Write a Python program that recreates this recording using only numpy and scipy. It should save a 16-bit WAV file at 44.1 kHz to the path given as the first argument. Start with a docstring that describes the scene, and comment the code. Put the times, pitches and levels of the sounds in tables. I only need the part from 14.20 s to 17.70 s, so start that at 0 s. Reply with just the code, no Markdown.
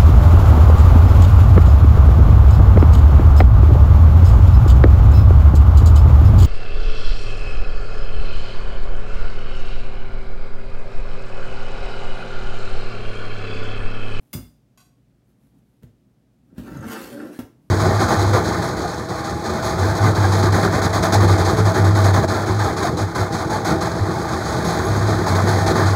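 """Close on a kitchen counter, in a small hard room with an appliance humming behind.
A knife clacks down on a cutting board, its steel ringing over a thud, then the tip taps lightly.
Hands rustle and knock about softly. A filled bowl is gripped and dragged: its foot sticks and slips,
grinding and groaning while the counter drones underneath. Last, the bowl is set down with a bump."""
import sys
import numpy as np
from scipy import signal
from scipy.fft import rfft, irfft, next_fast_len
from scipy.io import wavfile
from scipy.ndimage import uniform_filter1d

SR = 44100
rng = np.random.default_rng(int(sys.argv[2]) if len(sys.argv) > 2 else 0)


def dump_mix(stems):
    """Bounce the given channels to the path in sys.argv[1] as a 16-bit WAV at rate SR."""
    frames = np.atleast_2d(stems).T  # one column per channel
    limited = np.clip(frames, -1, 1)  # hard clip at full scale
    pcm = np.round(limited * 32767).astype(np.int16)
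    wavfile.write(sys.argv[1], SR, pcm)


N = 154350
TIME = np.arange(N) / SR

# fader curves of the drag's four layers, ahead of their trims: t/s, level/dB
GRIND_FADER = [(2.3, -75), (2.384, -59.5), (2.448, -55), (2.476, -45), (2.534, -48.5), (2.554, -39),
               (2.608, -48.5), (2.63, -41), (2.674, -48.5), (2.772, -40.5), (2.78, -41.5), (2.926, -48.5),
               (3.01, -43.5), (3.18, -59)]
DRONE_FADER = [(2.3, -64), (2.44, -42), (2.47, -38), (2.59, -42), (2.68, -36.5), (2.87, -41.5),
               (2.95, -36.5), (3.04, -34.5), (3.11, -37), (3.17, -54.5)]
RUMBLE_FADER = [(2.3, -58), (2.45, -56), (2.52, -39.5), (2.6, -34.5), (2.69, -37.5), (2.73, -63),
                (2.85, -50), (3.18, -66)]
GRIT_FADER = [(2.33, -93), (2.37, -67), (2.382, -54), (2.426, -59.5), (2.632, -59), (2.708, -41.5),
              (2.92, -49.5), (2.978, -57.5), (3.11, -60), (3.146, -56), (3.18, -55)]
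# the bowl's foot catches in rasps and thin squeaks: t/s, length/s, relative level/dB
RASPS = [(2.5, 0.069, -55), (2.645, .04, -43), (2.715, .03, -40), (2.765, 0.034, -32.5),
         (3.005, 0.011, -38.5)]
SQUEAKS = [(2.55, 0.018, -67), (2.575, 0.0073, -50), (2.61, 0.01, -55)]
# the foot groans: t/s, length/s, f/Hz, level/dB
GROANS = [(2.69, .09, 222, -35), (2.76, .07, 440, -43), (2.82, .07, 530, -41), (2.945, .07, 560, -39),
          (3.04, .055, 316, -30)]
# echo from the counter's edge as the bowl travels: t/s, delay/s
EDGE_DELAY = [(2.45, .015), (2.66, .0082), (2.8, 0.0086), (2.93, .0124), (3.15, 0.017)]
# resonances of bowl, counter slab, squeaking foot and cutting board: f/Hz, width/Hz, gain/dB
BOWL_BODY = [(750, 50, -3), (914, 30, 0), (1160, 70, -8), (1352, 48, 4), (1572, 70, -2), (1777, 22, 1),
             (1935, 18, -5), (2130, 50, -13), (2660, 15, -10), (2858, 18, -11), (4477, 14, -16),
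             (5340, 14, -15)]
SLAB_BODY = [(238.4, 53.4, -2), (308, 92.3, -1.5), (405, 96, -5.5), (546, 105, -8.5)]
SQUEAK_PEAK = [(6540, 120, 0)]
BOARD_BODY = [(587, 60, 0), (740, 70, -5.5), (1050, 180, -0.5), (1510, 210, -7)]
# hits of blade, knife tip, jolted board and small things touching: t/s, level/dB
BLADE_CLACKS = [(.131, -34.5), (.1365, -38), (.143, -57)]
TIP_TAPS = [(.575, -52.5), (.603, -55), (.655, -66.5)]
BOARD_JOLTS = [(.133, -44), (.15, -48), (.174, -48)]
TICKS = [(1.633, -52), (3.188, -53)]
# ring of the blade, the blade with its tip on the board, and the counter: f/Hz, gain/dB, t60/s
BLADE_MODES = [(2140, 1, .1), (2790, -2, .12), (3480, -2, .23), (4930, 2, .24), (6050, -4, .22),
               (6780, -2, .13), (7630, -4, .21), (8850, 0, .23), (10380, -2, .22), (11250, -3, .2),
               (11980, 1, .23), (13720, 3, .17), (15470, 1, .19)]
TIP_MODES = [(740, -3, .22), (1098, 2, .22), (1502, -3, .28), (2000, -6, .22), (2620, -1, .24),
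             (3280, -3, .22), (4016, -1, .22), (4700, -1, .24), (5700, -1, .24), (6680, -1, .19),
             (7400, -3, .2), (8250, -3, .27), (9560, -2, .22), (11400, -4, .27), (12880, -3, .24)]
COUNTER_MODES = [(57.6, -23.5, .33), (105.7, -10, 0.21), (241, -15, 0.18), (333.3, -22.5, 0.14),
                 (603.5, -18.5, 0.05)]
# knocks on the counter: t/s, thud level/dB, f/Hz, t60/s, click level/dB
KNOCKS = [(.137, -30, 224.5, 0.14, -41.5), (.151, -14.5, 147, 0.034, -58), (0.178, -28, 103, 0.11, -52.5),
          (.186, -36, 274, 0.11, -54), (1.625, -41.5, 208, 0.052, -62.5), (1.632, -43.5, 440, 0.036, -59),
          (1.638, -29, 126, 0.043, -70), (2.328, -33.5, 197, 0.043, -83), (2.381, -17.5, 205, 0.031, -45.5),
          (2.397, -21, 212, 0.035, -56), (3.19, -19, 254, 0.053, -36.5)]
# faint rustles of hands and food, dull shuffles of the cook: t/s, length/s, level/dB
RUSTLES = [(.02, 0.6, -71), (1.095, 0.063, -73.5), (1.25, 0.13, -72.5), (1.39, 0.023, -73.5),
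           (1.53, 0.21, -78.5), (2.365, 0.041, -70.5), (3.47, 0.13, -77)]
SHUFFLES = [(1.24, 0.035, -58), (1.36, 0.07, -56), (1.48, .1, -77), (2.16, 0.11, -68), (2.28, 0.083, -59.5),
            (3.42, 0.37, -59.5)]
# EQ curves of the noise layers: f/Hz, gain/dB
RUMBLE_EQ = [(30, -36), (60, -5), (80, -19), (120, 0.5), (190, -3), (300, -16.5), (700, -62)]
GRIT_EQ = [(300, -36), (900, 7.5), (2300, 1.5), (4000, -1.5), (6000, -5.5), (8500, -4.5), (10000, -7),
           (11400, -3.5), (15500, -8)]
CLICK_EQ = [(100, -10), (400, 16), (1400, -2.5), (2300, -1), (7000, -8), (15000, -6.5)]
RUSTLE_EQ = [(150, 17), (700, 11.5), (2000, 3), (7000, -2), (11500, 6), (15500, -1.5)]
SHUFFLE_EQ = [(60, -20), (130, 13), (300, 8), (450, -16), (800, -11.5), (2000, -32.5)]
ROOM_TONE_EQ = [(15, -39), (25, -26), (55, -4.5), (86, -17.5), (123, -4.5), (299, -10), (324, -20.5),
                (352, -13.5), (382, -19), (654, -24), (1040, -34.5), (1120, -33.5), (15800, -48)]
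# the kitchen's reverb time: f/Hz, t60/s
ROOM_DECAY = [(100, 0.32), (400, 0.42), (2000, 0.34), (6000, 0.36), (15000, 0.29)]
# the appliance's partials: f/Hz, level/dB
HUM_PARTIALS = [(59.5, -73.5), (119.5, -67.5), (239, -76.5)]


def bowl_drag(judder_db=1, grind_db=-4.5, rasp_db=-2.5, drone_db=1, rumble_db=2.5, grit_db=2.5):
    """The bowl's foot judders over the counter and shakes both the bowl and the slab."""
    force = friction() * amp(judder_db * wobble(70))
    grind_gain = fader(GRIND_FADER, grind_db) + amp(rasp_db) * swells(RASPS)
    grind = grind_gain * resonate(force, BOWL_BODY)
    slab = resonate(edge_echo(friction()), SLAB_BODY)
    drone = fader(DRONE_FADER, drone_db) * eq(slab, [(80, 3), (200, 4), (600, -4.5), (1200, -2.5)])
    rumble = fader(RUMBLE_FADER, rumble_db) * eq(edge_echo(friction()), RUMBLE_EQ)
    grit = fader(GRIT_FADER, grit_db) * eq(contact_flicker(force), GRIT_EQ)
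    squeaks = swells(SQUEAKS) * resonate(noise(), SQUEAK_PEAK)
    return grind + drone + rumble + grit + squeaks


def friction(slips_per_s=1100, spread_db=4.5, rub_gain=0.76):
    """Tiny slips of uneven size crackle over a smooth rub."""
    slips = (rng.random(N) < slips_per_s / SR) * np.sign(noise())
    return unit_rms(slips * amp(spread_db * noise())) + rub_gain * noise()


def edge_echo(x, gain=0.34):
    """The wave returning from the counter's edge: a comb that sweeps as the bowl travels."""
    delay = np.interp(TIME, *np.transpose(EDGE_DELAY))
    return unit_rms(x + gain * np.interp(TIME - delay, TIME, x))


def contact_flicker(x, depth_db=4.5, frames=7):
    """Narrow bands flare and fade as the foot's contact points change."""
    bands = signal.stft(x, nperseg=512)[2]
    drift = uniform_filter1d(rng.standard_normal(bands.shape), frames, axis=1)
    drift = uniform_filter1d(drift, frames, axis=1)
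    drift = unit_rms(uniform_filter1d(drift, 2, axis=0))
    return unit_rms(signal.istft(bands * amp(depth_db * drift), nperseg=512)[1][:N])


def bowl_groans(sag_octaves_per_s=.7, jitter=0.0294):
    """The foot briefly sticks and slips in rhythm: rough tones that sag as the bowl slides on."""
    out = np.zeros(N)
    for s, length, hz, db in GROANS:
        pitch = hz * 2 ** (-sag_octaves_per_s * (TIME - s)) * (1 + jitter * wobble(200))
        out += swells([(s, length, db)]) * np.sin(2 * np.pi * np.cumsum(pitch) / SR)
    return out


def knife(hits, modes, crack_db, crack_t60, waver):
    """Steel cracks, damped while it touches, then rings on and wavers in the grip."""
    out, t = np.zeros(N), TIME[:SR // 2]
    ring_norm = np.linalg.norm([amp(level) for _, level, _ in modes])
    damped = resonate(noise(), [(hz, 200 * np.sqrt(hz / 5000), level) for hz, level, _ in modes])
    for s, db in hits:
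        ring = np.zeros(len(t))
        for hz, level, t60 in modes:
            envelope = decay(t, t60, level + rng.normal(0, 1))
            drift = waver * np.sqrt(hz / 5000 / SR) * np.cumsum(rng.standard_normal(len(t)))
            ring += envelope * np.sin(2 * np.pi * hz * t + drift)
        crack = random_slice(damped, len(t)) * decay(t, crack_t60, crack_db)
        add(out, s, amp(db) * (ring / ring_norm + crack))
    return out


def counter_knocks(thud_rise_s=0.00059, boom_rise_s=0.016, boom_db_per_octave=-4, click_t60=0.12):
    """A click that stirs the bowl, a short low thud, and the counter's boom blooming after it."""
    out, t = np.zeros(N), TIME[:SR // 2]
    contact = eq(noise(), CLICK_EQ) + amp(-6.5) * resonate(noise(), BOWL_BODY)
    for s, db, hz, t60, click_db in KNOCKS:
        thud = -np.sin(2 * np.pi * hz * t) * decay(t, t60) * (1 - np.exp(-t / thud_rise_s))
        boom = sum(decay(t, mode_t60, level) * np.sin(2 * np.pi * (f * t + rng.random()))
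                   for f, level, mode_t60 in COUNTER_MODES)
        boom *= 1 - np.exp(-t / boom_rise_s)
        boom *= amp(boom_db_per_octave * np.log2(hz / 190))  # lower knocks boom more
        click = random_slice(contact, len(t)) * decay(t, click_t60, click_db)
        add(out, s, amp(db) * (thud + boom) + click)
    return out


def board_clonks():
    """Jolted by the knife, the cutting board gives hollow clonks."""
    return bursts(BOARD_JOLTS, t60=0.065) * resonate(noise(), BOARD_BODY)


def ticks():
    """Small bright transients as things touch."""
    return bursts(TICKS, t60=0.013) * noise()


def hands():
    """Soft grainy handling and the dull shuffle of the cook moving."""
    return swells(RUSTLES) * eq(friction(), RUSTLE_EQ) + swells(SHUFFLES) * eq(noise(), SHUFFLE_EQ)


def kitchen_reverb(x, predelay_s=.006, bass_db=-4, blocks=40):
    """A short tail that changes as things move; each frequency dies at its own speed."""
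    wet, hop = np.zeros(N), N // blocks
    for start in range(0, N, hop):
        hz, t, bands = signal.stft(rng.standard_normal(SR // 2), SR, nperseg=256)
        tail = signal.istft(bands * decay(t, curve_at(ROOM_DECAY, hz)[:, None]), SR, nperseg=256)[1]
        add(wet, start / SR, signal.fftconvolve(x[start:start + hop], tail / np.linalg.norm(tail)))
    shelf = [(200, bass_db), (700, 0)]
    return filtered(wet, lambda f: amp(curve_at(shelf, f)) * np.exp(-2j * np.pi * f * predelay_s))


def background(room_tone_db=-61):
    """An appliance's gently wavering hum on a bed of low room tone and hiss."""
    hum = sum(amp(db) * np.sqrt(2) * np.sin(2 * np.pi * hz * TIME + .5 * wobble(2.2))
              for hz, db in HUM_PARTIALS)
    return hum + amp(room_tone_db) * eq(noise(), ROOM_TONE_EQ)


def amp(db):
    """Gain of a level in dB."""
    return 10 ** (np.asarray(db) / 20)


def unit_rms(x):
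    """x at rms 1."""
    return x / np.sqrt(np.mean(x ** 2) + 1e-20)


def curve_at(points, hz):
    """A curve of (f/Hz, value) points, read on a log axis."""
    f, values = np.transpose(points)
    return np.interp(np.log(hz + 1), np.log(f + 1), values)


def filtered(x, response):
    """x through a frequency response."""
    size = next_fast_len(N + SR // 2)
    return irfft(rfft(x, size) * response(np.fft.rfftfreq(size, 1 / SR)), size)[:N]


def eq(x, curve):
    """x through an EQ curve, at rms 1."""
    return unit_rms(filtered(x, lambda hz: amp(curve_at(curve, hz))))


def resonate(x, peaks):
    """x through parallel resonators of alternating polarity, at rms 1."""
    def response(f):
        return sum((-1) ** k * amp(db) * 1j * f * width / (hz * hz - f * f + 1j * f * width)
                   for k, (hz, width, db) in enumerate(peaks))
    return unit_rms(filtered(x, response))


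def noise():
    """Fresh white noise."""
    return rng.standard_normal(N)


def random_slice(x, length):
    """A stretch of looped x from a random start."""
    return np.roll(x, rng.integers(N))[:length]


def wobble(knots_per_s):
    """A gliding random modulator."""
    return np.interp(TIME * knots_per_s, np.arange(4096), rng.standard_normal(4096))


def add(out, s, sound):
    """Mix a sound in at time s."""
    part = out[round(s * SR):][:len(sound)]
    part += sound[:len(part)]


def decay(t, t60, db=0):
    """An envelope falling from db by 60 dB every t60 seconds."""
    return amp(db - 60 * t / t60)


def bursts(hits, t60):
    """An envelope of hard attacks that die away."""
    return sum((TIME >= s) * decay(np.abs(TIME - s), t60, db) for s, db in hits)


def swells(rows):
    """An envelope of smooth bumps."""
    return sum(amp(db) * np.exp(-(2 * (TIME - s) / length) ** 2) for s, length, db in rows)


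def fader(points, trim_db, release_t60=.06):
    """Gain riding a fader curve plus a trim, fading out beyond both ends."""
    s, db = np.transpose(points)
    outside_s = np.maximum(s[0] - TIME, 0) + np.maximum(TIME - s[-1], 0)
    return decay(outside_s, release_t60, np.interp(TIME, s, db) + trim_db)


def scene(reverb_db=-5.5):
    """The close action on the counter, its reverb and the background bed."""
    clack = knife(BLADE_CLACKS, BLADE_MODES, crack_db=2, crack_t60=0.073, waver=21)
    taps = knife(TIP_TAPS, TIP_MODES, crack_db=-4.5, crack_t60=0.17, waver=20.7)
    impacts = clack + taps + counter_knocks() + board_clonks() + ticks()
    close = impacts + bowl_drag() + bowl_groans() + hands()
    return (close + amp(reverb_db) * kitchen_reverb(close) + background())[None]


def record(dry, low_cut_hz=42, top_hz=15800):
    """The microphone loses the deep bass and keeps nothing above its band limit."""
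    low_cut = signal.butter(5, low_cut_hz, "highpass", fs=SR, output="sos")
    return filtered(signal.sosfilt(low_cut, dry[0]), lambda hz: hz < top_hz)[None]


dry = scene()
out = record(dry)
dump_mix(out)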